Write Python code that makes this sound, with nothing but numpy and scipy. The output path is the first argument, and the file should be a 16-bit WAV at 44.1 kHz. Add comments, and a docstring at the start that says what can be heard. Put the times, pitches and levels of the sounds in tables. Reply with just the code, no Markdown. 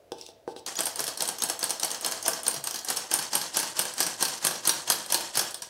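"""A squeeze-handle flour sifter is pumped in a quiet kitchen, after a spoon knocks and scrapes a plastic bowl.
Each squeeze swings the wire beater over the mesh (a gritty rasp) and clacks the linkage against its
stops, ringing the steel can, which is less muffled as the flour runs out. The handle spring squeaks.
Behind it: hush, appliance hum, one dull bump. The small hard room adds a short tail to the impacts."""
import sys
import numpy as np
from scipy import signal
from scipy.io import wavfile
from scipy.ndimage import uniform_filter1d

SR = 44100
rng = np.random.default_rng(int(sys.argv[2]) if len(sys.argv) > 2 else 0)


def wav_out(sig):
    """Save sig, one row per channel (or a flat mono array), as 16-bit PCM at SR to the path in sys.argv[1]."""
    wavfile.write(sys.argv[1], SR, np.round(np.clip(np.atleast_2d(sig).T, -1, 1) * 32767).astype(np.int16))


N = 250929
SPLIT_HZ = 7300  # dip between the can's mid and top modes
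EMPTYING_S = (2.2, 3.8)  # mesh goes from covered to bare

# wire-on-mesh spectrum: f/Hz, density/dB
STEEL_SPECTRUM = [(1120, -16), (1900, 4.5), (2270, -7.5), (3000, -0.5), (5420, -3), (7440, 6), (8800, 6),
                  (12000, 9), (12900, -0.5), (15600, -33)]
# linkage takes up slack before each snap: t/s, level/dB
TAKE_UPS = [(.7875, -20), (.991, -22), (1.204, -22), (1.4193, -21.5), (1.6272, -22), (1.8302, -21.5),
            (2.045, -22), (2.2593, -20.5), (2.4641, -23), (2.6695, -27), (2.8842, -25), (3.1119, -20.5),
            (3.3294, -23), (3.5417, -34), (3.7653, -34), (3.9782, -30), (4.2066, -26), (4.4247, -34),
            (4.6505, -28), (4.8739, -29), (5.0993, -28), (5.3517, -26.5)]
# handle squeezes: snap t/s, snap level/dB, rasp level/dB
SQUEEZES = [(0.8052, -15.5, -37), (1.0032, -18, -37.5), (1.2214, -13.5, -38.5), (1.4362, -15.5, -38.5),
            (1.6402, -15.5, -37), (1.8461, -16, -36), (2.0615, -14, -36), (2.28, -9.5, -34.5),
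            (2.4799, -15.5, -37), (2.672, -26.5, -41), (2.9009, -14.5, -36), (3.1383, -15, -34),
            (3.352, -14.5, -33.5), (3.5688, -14, -33), (3.7911, -14, -34.5), (4.0031, -13.5, -33),
            (4.2246, -15, -32.5), (4.4484, -15.5, -34.5), (4.6729, -14.5, -33.5), (4.9002, -11, -35),
            (5.122, -14, -34.5), (5.372, -14, -34.5)]


def gain_of(db):
    return 10 ** (np.asarray(db) / 20)


def unit_rms(x):
    return x / np.sqrt(np.mean(x ** 2) + 1e-20)


def log_interp(points, hz):
    f, value = np.transpose(points)
    return np.interp(np.log(hz + 1), np.log(f + 1), value)


def colour(x, spectrum):
    """Minimum-phase filter of unit energy."""
    db = np.maximum(log_interp(spectrum, abs(np.fft.fftfreq(8192, 1 / SR))), -100)
    taps = np.fft.ifft(np.exp(np.conj(signal.hilbert(np.log(gain_of(db)))))).real[:2048]
    return signal.oaconvolve(x, taps / np.linalg.norm(taps))[:N]


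def split_bands(x):
    return [signal.sosfilt(signal.butter(4, SPLIT_HZ, band, fs=SR, output="sos"), x)
            for band in ("low", "high")]


def ring(x, hz, width_hz):
    """Unit-energy mode; a small object radiates no bass."""
    r = np.exp(-np.pi * width_hz / SR)
    numerator = np.sqrt((1 - r * r) / 2) * np.array([1, 0, -1])
    return signal.lfilter(numerator, [1, -2 * r * np.cos(2 * np.pi * hz / SR), r * r], x)


def modes(x, table):
    return sum(gain_of(db) * ring(x, hz, width_hz) for hz, width_hz, db in table)


def glide(x, hz, width_hz):
    """Mode whose pitch follows a curve; weak bass."""
    r, turn = np.exp(-np.pi * width_hz / SR), np.exp(2j * np.pi * np.cumsum(hz) / SR)
    x = np.diff(x, prepend=0) / (2 * np.sin(np.pi * hz / SR))
    return np.sqrt(2 * (1 - r * r)) * (turn * signal.lfilter([1], [1, -r], x / turn)).real


def bursts(s, db, rise_ms, fall_ms):
    """Envelope of blows: smooth rise, exponential fall."""
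    ms = np.arange(2000) / SR * 1000
    rise, fall = np.clip(rise_ms, .1, 9).reshape(-1, 1), np.clip(fall_ms, .2, 9).reshape(-1, 1)
    attack = np.minimum(ms / rise, 1)
    shape = np.sin(np.pi / 2 * attack) ** 2 * np.exp(-np.maximum(ms - rise, 0) / fall)
    shape += 0.19 * attack * np.exp(-ms / (7.8 * fall))  # loose parts rattle on
    at = np.minimum(np.round(s * SR).astype(int)[:, None] + np.arange(len(ms)), N)
    return np.bincount(at.ravel(), (gain_of(db)[:, None] * shape).ravel(), N + 1)[:N]


def chatter():
    """Contact force of loose parts: steady size, random sign."""
    return rng.choice([-1., 1.], N)


def grit(per_s, spread_db, tick_share):
    """Noise plus sparse, uneven ticks."""
    size = gain_of(spread_db * np.minimum(rng.exponential(1, N), 3))
    ticks = unit_rms(size * (rng.random(N) < per_s / SR) * chatter())
    return np.sqrt(tick_share) * ticks + np.sqrt(1 - tick_share) * rng.standard_normal(N)


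def room_tone():
    """Kitchen hush and appliance drones."""
    hush = [(15, -63), (25, -4), (70, -0.5), (200, -8.5), (575, 3.5), (659, 7.5), (775, -8.5),
            (1020, -14.5), (16000, -29)]  # still room: f/Hz, density/dB
    drones = [(101, 6, -74), (590, 11, -79)]  # appliances: f/Hz, width/Hz, level/dB
    return gain_of(-59) * colour(rng.standard_normal(N), hush) + modes(rng.standard_normal(N), drones)


def room_tail(x):
    """Three sparse tails, fed in turn as hands and can move."""
    decay = [(200, 0.58), (1000, 0.5), (4000, 0.43), (9000, 0.2), (15000, 0.31)]  # room decay: f/Hz, t60/s
    out, turn = np.zeros(N), 2 * np.pi * 11. * np.arange(N) / SR
    at = np.arange(150, SR // 2 - 20, 20)
    for k in range(3):
        taps = np.zeros(SR // 2)
        taps[at + rng.integers(0, 20, len(at))] = rng.choice([-1., 1.], len(at))
        hz, t, bands = signal.stft(taps, SR, nperseg=128)
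        tail = signal.istft(bands * gain_of(-60 * t / log_interp(decay, hz)[:, None]), SR, nperseg=128)[1]
        out += signal.oaconvolve(x * np.cos(turn + k * 2 * np.pi / 3), tail / np.linalg.norm(tail))[:N]
    return out * np.sqrt(2 / 3)


def bump(start_s=2.566, hz=140, db=-40, t60_s=.14, rise_s=.0083):
    """Soft low thud nearby."""
    t = np.maximum(np.arange(N) / SR - start_s, 0)
    return np.minimum(t / rise_s, 1) * gain_of(db - 60 * t / t60_s) * np.sin(2 * np.pi * hz * t)


def spoon_on_bowl():
    """Knocks ring the hollow bowl; the steel edge ticks, scrapes and pings."""
    knocks = [(0.119, -24.5, -31.5, 5800, -37), (0.184, -50, -45, 5600, -50), (0.212, -62, -42, 5500, -32),
              (0.223, -51, -57, 4600, -43), (0.264, -58, -37, 5900, -43), (0.288, -41.5, -45, 3500, -50),
              (0.477, -22, -47.5, 5200, -58), (0.563, -31, -46, 3840, -38)]  # spoon hits: t/s, knock/dB, tick/dB, ping f/Hz, ping/dB
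    bowl_modes = [(358, -17, 0.16), (380, -12, 0.094), (463, -6, 0.053), (640, -19, 0.079),
                  (792, -12.5, 0.12), (870, -14.5, 0.27), (1500, -21.5, 0.047)]  # plastic bowl: f/Hz, level/dB, t60/s
    spoon_modes = [(2790, 70, -4), (3770, 140, -10), (5600, 120, -19), (8000, 200, -4), (9800, 180, -23)]  # steel spoon: f/Hz, width/Hz, level/dB
    scrapes = [
        [(.125, -71), (.17, -58), (.19, -48), (.27, -50), (.305, -51), (.325, -68)],
        [(.48, -50), (.52, -50), (.55, -74), (.565, -48), (.595, -43), (.62, -73)],
    ]  # one envelope per drag: t/s, level/dB
    edge_spectrum = [(1500, -36), (2800, 1.5), (5500, 2), (7000, -8), (10000, -6.5), (12500, -24),
                     (14500, -13)]  # edge on plastic: f/Hz, density/dB
    s, knock_db, tick_db, ping_hz, ping_db = np.transpose(knocks)
    impulses = np.bincount(np.round((s + .0006) * SR).astype(int), gain_of(knock_db), N)
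    blow = np.convolve(impulses, np.hanning(30))[:N]
    out = -sum(gain_of(db) * ring(blow, hz, 2.2 / t60) for hz, db, t60 in bowl_modes)
    edge = bursts(s, tick_db + 6, rise_ms=.3, fall_ms=1.1) * chatter()
    t = np.arange(N) / SR
    for drag_s, drag_db in map(np.transpose, scrapes):
        gate = uniform_filter1d(1. * (t > drag_s[0]) * (t < drag_s[-1]), size=130)
        level = gate * gain_of(np.interp(t, drag_s, drag_db))
        edge += level * grit(per_s=2500, spread_db=3, tick_share=.4)
    force = chatter()
    for k, hz in enumerate(ping_hz):
        out += ring(bursts(s[[k]], ping_db[[k]], rise_ms=.18, fall_ms=1.4) * force, hz, width_hz=380)
    return out + gain_of(-6) * colour(edge, edge_spectrum) + gain_of(-16) * modes(edge, spoon_modes)


def spring_squeaks():
    """Handle spring under load: short, rising, unsteady whistles."""
    squeaks = [(.771, 6800, -25.5), (.916, 6720, -41), (1.405, 6460, -30), (1.611, 6030, -33),
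               (2.026, 6720, -37), (2.228, 6460, -34), (2.256, 6000, -27), (2.763, 6370, -45),
               (3.991, 6370, -43), (4.207, 6370, -37), (4.888, 6370, -30), (5.555, 5250, -39)]  # spring whistles: t/s, f/Hz, peak/dB
    out, t = np.zeros(N), np.arange(-400, 400) / SR
    envelope = np.exp(-(t / .004) ** 2)
    for s, hz, db in squeaks:
        wobble = 1 + 1.4 * t + .05 * uniform_filter1d(rng.standard_normal(len(t)), size=60)
        at = round(s * SR) - 400
        out[at:at + 800] += gain_of(db) * envelope * np.sin(2 * np.pi * np.cumsum(hz * wobble) / SR)
    return out


def by_load(s, full, empty):
    """Blend from full-can to empty-can value."""
    return full + (empty - full) * np.clip((s - EMPTYING_S[0]) / (EMPTYING_S[1] - EMPTYING_S[0]), 0, 1)


def flour_bed(x):
    """Muffling by the flour, thinning as it runs out."""
    deep = [(65, -59.5), (130, -7.5), (343, -5), (419, 1), (822, 3.5), (1750, 5), (2400, -8.5), (3380, -10),
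            (5720, -103)]  # full bed: f/Hz, density/dB
    thin = [(65, -36), (130, -6), (343, -6.5), (419, -4.5), (822, 3.5), (1750, 2), (2400, -6),
            (3380, -16.5), (5720, -103)]  # little flour left: f/Hz, density/dB
    bare = by_load(np.arange(N) / SR, 0, 1)
    return (1 - bare) * colour(x, deep) + bare * colour(x, thin)


def belly(x):
    """Low modes; one of them rises in pitch as the flour runs out."""
    low_modes = [(353.3, 31, -10), (510, 29, -16.5), (1626, 215, 7)]  # can and handle: f/Hz, width/Hz, level/dB
    rising_pitch = [(2.5, 638), (3.1, 769), (3.9, 883)]  # rising low mode: t/s, f/Hz
    rising_hz = np.interp(np.arange(N) / SR, *np.transpose(rising_pitch))
    return modes(x, low_modes) + gain_of(-5.5) * glide(x, rising_hz, width_hz=32)


def strokes():
    """Beater swings in order: start/s, rasp level/dB."""
    stirs = [(0.66, -36.5), (5.531, -48.5), (5.616, -46)]  # swings without a snap: t/s, level/dB
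    snap_s, _, rasp_db = np.transpose(SQUEEZES)
    lead_ms = by_load(snap_s, 55.6, 55.3)
    rows = np.r_[np.c_[snap_s - lead_ms / 1000, rasp_db], stirs]
    return rows[np.argsort(rows[:, 0])].T


def flexed_can(detune=.03):
    """Grip and tilt detune each mode from stroke to stroke."""
    can_modes = [(3176, 390, -6.5), (4353, 460, -1), (5180, 170, -2.5), (5620, 110, -4), (6240, 320, -1),
                 (8145, 120, -5), (8820, 500, 4.5), (10470, 300, -4), (11500, 250, -5)]  # steel can: f/Hz, width/Hz, level/dB
    s, t = strokes()[0], np.arange(N) / SR
    drift = 1 + detune * rng.uniform(-1, 1, (len(s), len(can_modes)))
    return [(hz * np.interp(t, s, drift[:, k]), width, db) for k, (hz, width, db) in enumerate(can_modes)]


def beater_rasp(can):
    """Wires catch on the weave in dense ticks; the can rings along, the flour shuffles."""
    swing = [(0, -19), (.12, -6), (.25, 1.5), (.5, -6), (.75, -4), (1, -12)]  # wire speed: stroke fraction, level/dB
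    s, mid_db = strokes()
    t = np.arange(N) / SR
    progress = np.interp(t, np.r_[s, N / SR], np.arange(len(s) + 1))
    stroke = np.minimum(progress.astype(int), len(s) - 1)
    speed_db = np.interp(progress - stroke, *np.transpose(swing))
    flutter = gain_of(0.81 * unit_rms(uniform_filter1d(rng.standard_normal(N), size=300)))
    top_db, low_db = mid_db + by_load(s, -17, -16.5), mid_db + by_load(s, -3, -6)
    mid, top, low = (flutter * uniform_filter1d((t > s[0]) * gain_of(db[stroke] + speed_db), size=200)
                     for db in (mid_db, top_db, low_db))
    ticks = grit(per_s=3000, spread_db=3, tick_share=.35)
    # single wires snap free, each waking one mode
    pings = sum(gain_of(db) * glide(grit(per_s=170, spread_db=5, tick_share=.71), hz, width_hz)
                for hz, width_hz, db in can)
    below, above = split_bands(colour(ticks, STEEL_SPECTRUM) + gain_of(-11) * pings)
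    grains = grit(per_s=900, spread_db=3, tick_share=.3)
    shuffle = flour_bed(grains) + gain_of(-10.5) * belly(grains)
    return mid * unit_rms(below) + top * unit_rms(above) + low * unit_rms(shuffle)


def linkage_blows():
    """All blows, take-ups first: t/s, mid/dB, top/dB, thump/dB, rise/ms, fall/ms."""
    returns = [(.867, -24.5), (1.078, -25), (1.287, -22.5), (1.4976, -20.5), (1.705, -21.5), (1.9134, -30),
               (2.1202, -26), (2.332, -26.5), (2.5408, -28), (2.7419, -29), (2.969, -27.5), (3.1886, -27.5),
               (3.4134, -29), (3.628, -30.5), (3.8514, -34), (4.0645, -28), (4.281, -31), (4.508, -30),
               (4.7353, -34.5), (4.9566, -38), (5.2056, -31.5), (5.412, -32.5)]  # handle meets its back stop: t/s, level/dB
    rattles = [(.662, -31, -7, 1.3), (0.753, -36, -9, 2), (0.8332, -31, 1, 0.55), (0.8553, -26.5, 7, .8),
               (0.9578, -29.5, 2, 0.54), (1.087, -36, -4, 1), (2.788, -37.5, -13, 1.6),
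               (4.377, -38, -3, .7), (1.0398, -26, 2, .9), (1.067, -30, 1, 0.58), (1.173, -32, 2, 1.2),
               (1.253, -30.5, -4, 1.2), (1.2763, -28.5, 7, 0.79), (1.383, -33, -1, 2.8), (1.488, -30, 5, 1),
               (1.591, -32, 5, .85), (1.693, -30.5, -3, 2.8), (1.7973, -28.5, 2, .4), (1.9036, -30, 2, 1.2),
               (1.9452, -34.5, -17, 1), (2.0102, -31.5, -2, .6), (2.112, -28, 0, 1.6),
               (2.226, -33, -1, 1.5), (2.432, -33, 7, 0.48), (2.511, -28.5, -2, 0.89),
               (2.561, -37, -7, 2.2), (2.6392, -30, 5.5, 1.5), (2.709, -28.5, -2, 0.52),
               (2.7553, -36, -5, 5), (2.847, -30.5, 2, .45), (2.9275, -39, 5, 0.8), (2.961, -30.5, -3, 2.5),
               (3.1585, -31, 3, 0.77), (3.224, -33, -8, 1.9), (3.3762, -36, 4, 1.6), (3.589, -28, -6, 2),
               (3.598, -28, 1, 1.6), (3.813, -30.5, -4, 3.1), (3.9372, -36.5, 1, .8),
               (4.027, -29.5, -5, 2.2), (4.1963, -52, -8, 1.1), (4.2496, -28.5, -8, 3.1),
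               (4.3376, -39, -9, 1.1), (4.4671, -20, -5, 2.1), (4.556, -39, -11, 1.4),
               (4.692, -19, -3.5, 1.8), (4.918, -24, 2, 3.6), (5.0611, -35, 2, 0.98),
               (5.1426, -17, -5.5, 1.1), (5.3905, -23, -6, 3.4), (5.472, -53, -8, .9),
               (5.505, -40.5, 6, 4.4), (5.543, -33, -5, 1.4), (5.6198, -33, -2, 1.8)]  # loose parts: t/s, level/dB, top over mid/dB, rise/ms
    # blow shapes as (full, empty) pairs: mid/dB, top/dB, thump/dB, rise/ms, fall/ms
    take_up_shape = [(0, -9, -8, 3.2, 1.35), (0, -12, -5.5, 3.2, 4.5)]
    snap_shape = [(-14, -2, -12.5, 1, 1.45), (-5, -0.5, -9, 0.98, 2.65)]  # flour muffles the mid ring
    return_shape = [(0, -2.5, -6.5, 1.1, 2.4), (0, -1.5, -1, 1.1, 6.3)]
    blows = []
    for events, shape in [(TAKE_UPS, take_up_shape), (SQUEEZES, snap_shape), (returns, return_shape)]:
        s, db = np.transpose(events)[:2]
        mid_db, top_db, thump_db, rise_ms, fall_ms = (by_load(s, *pair) for pair in zip(*shape))
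        blows.append([s, db + mid_db, db + top_db, db + thump_db, rise_ms, fall_ms])
    s, db, tilt_db, rise_ms = np.transpose(rattles)
    fall_ms = 1.96 + 0.7 * rise_ms  # glancing blows die slowly
    blows.append([s, db - tilt_db / 2, db + tilt_db / 2, db + by_load(s, -9.5, -6.5), rise_ms, fall_ms])
    return np.hstack(blows)


def linkage_clacks(can):
    """Crack, ring and thump; each blow hits another spot, so the mode mix varies."""
    s, mid_db, top_db, thump_db, rise_ms, fall_ms = linkage_blows()
    spot_db = rng.uniform(-6, 4, (len(s), len(can)))
    spot_db[:len(TAKE_UPS), 1] += 3  # the linkage pin favours this mode

    def force(db):
        return bursts(s, db, rise_ms, fall_ms) * chatter()

    mid_crack = split_bands(colour(force(mid_db), STEEL_SPECTRUM))[0]
    top_crack = split_bands(colour(force(top_db), STEEL_SPECTRUM))[1]
    steel = gain_of(-5) * (mid_crack + top_crack)
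    for k, (hz, width_hz, mode_db) in enumerate(can):
        band_db = top_db if hz[0] > SPLIT_HZ else mid_db
        steel += gain_of(-4) * glide(force(band_db + mode_db + spot_db[:, k]), hz, width_hz)
    thump = bursts(s, thump_db, rise_ms + .5, fall_ms + 2.) * chatter()
    return gain_of(-2.5) * steel + gain_of(-1.5) * flour_bed(thump) + gain_of(-9.5) * belly(thump)


def scene():
    can = flexed_can()
    clacks, knocks = linkage_clacks(can), spoon_on_bowl() + bump()
    send = gain_of(-6) * clacks + gain_of(-8.5) * knocks
    return (room_tone() + clacks + knocks + beater_rasp(can) + spring_squeaks() + room_tail(send))[None]


def record(dry, shelf_hz=15800, limit_hz=16974):
    """Bass cut, soft clip, treble shelf, band limit."""
    x = signal.sosfilt(signal.butter(2, 60., "high", fs=SR, output="sos"), dry)  # small capsule
    x = .8 * np.tanh(x / .8)  # preamp rounds the hardest clacks
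    passband = signal.oaconvolve(x, signal.firwin(401, shelf_hz, window=("kaiser", 6), fs=SR)[None], "same")
    x = passband + gain_of(-33) * (x - passband)
    return signal.oaconvolve(x, signal.firwin(511, limit_hz, window=("kaiser", 9), fs=SR)[None], "same")


dry = scene()
out = record(dry)
wav_out(out)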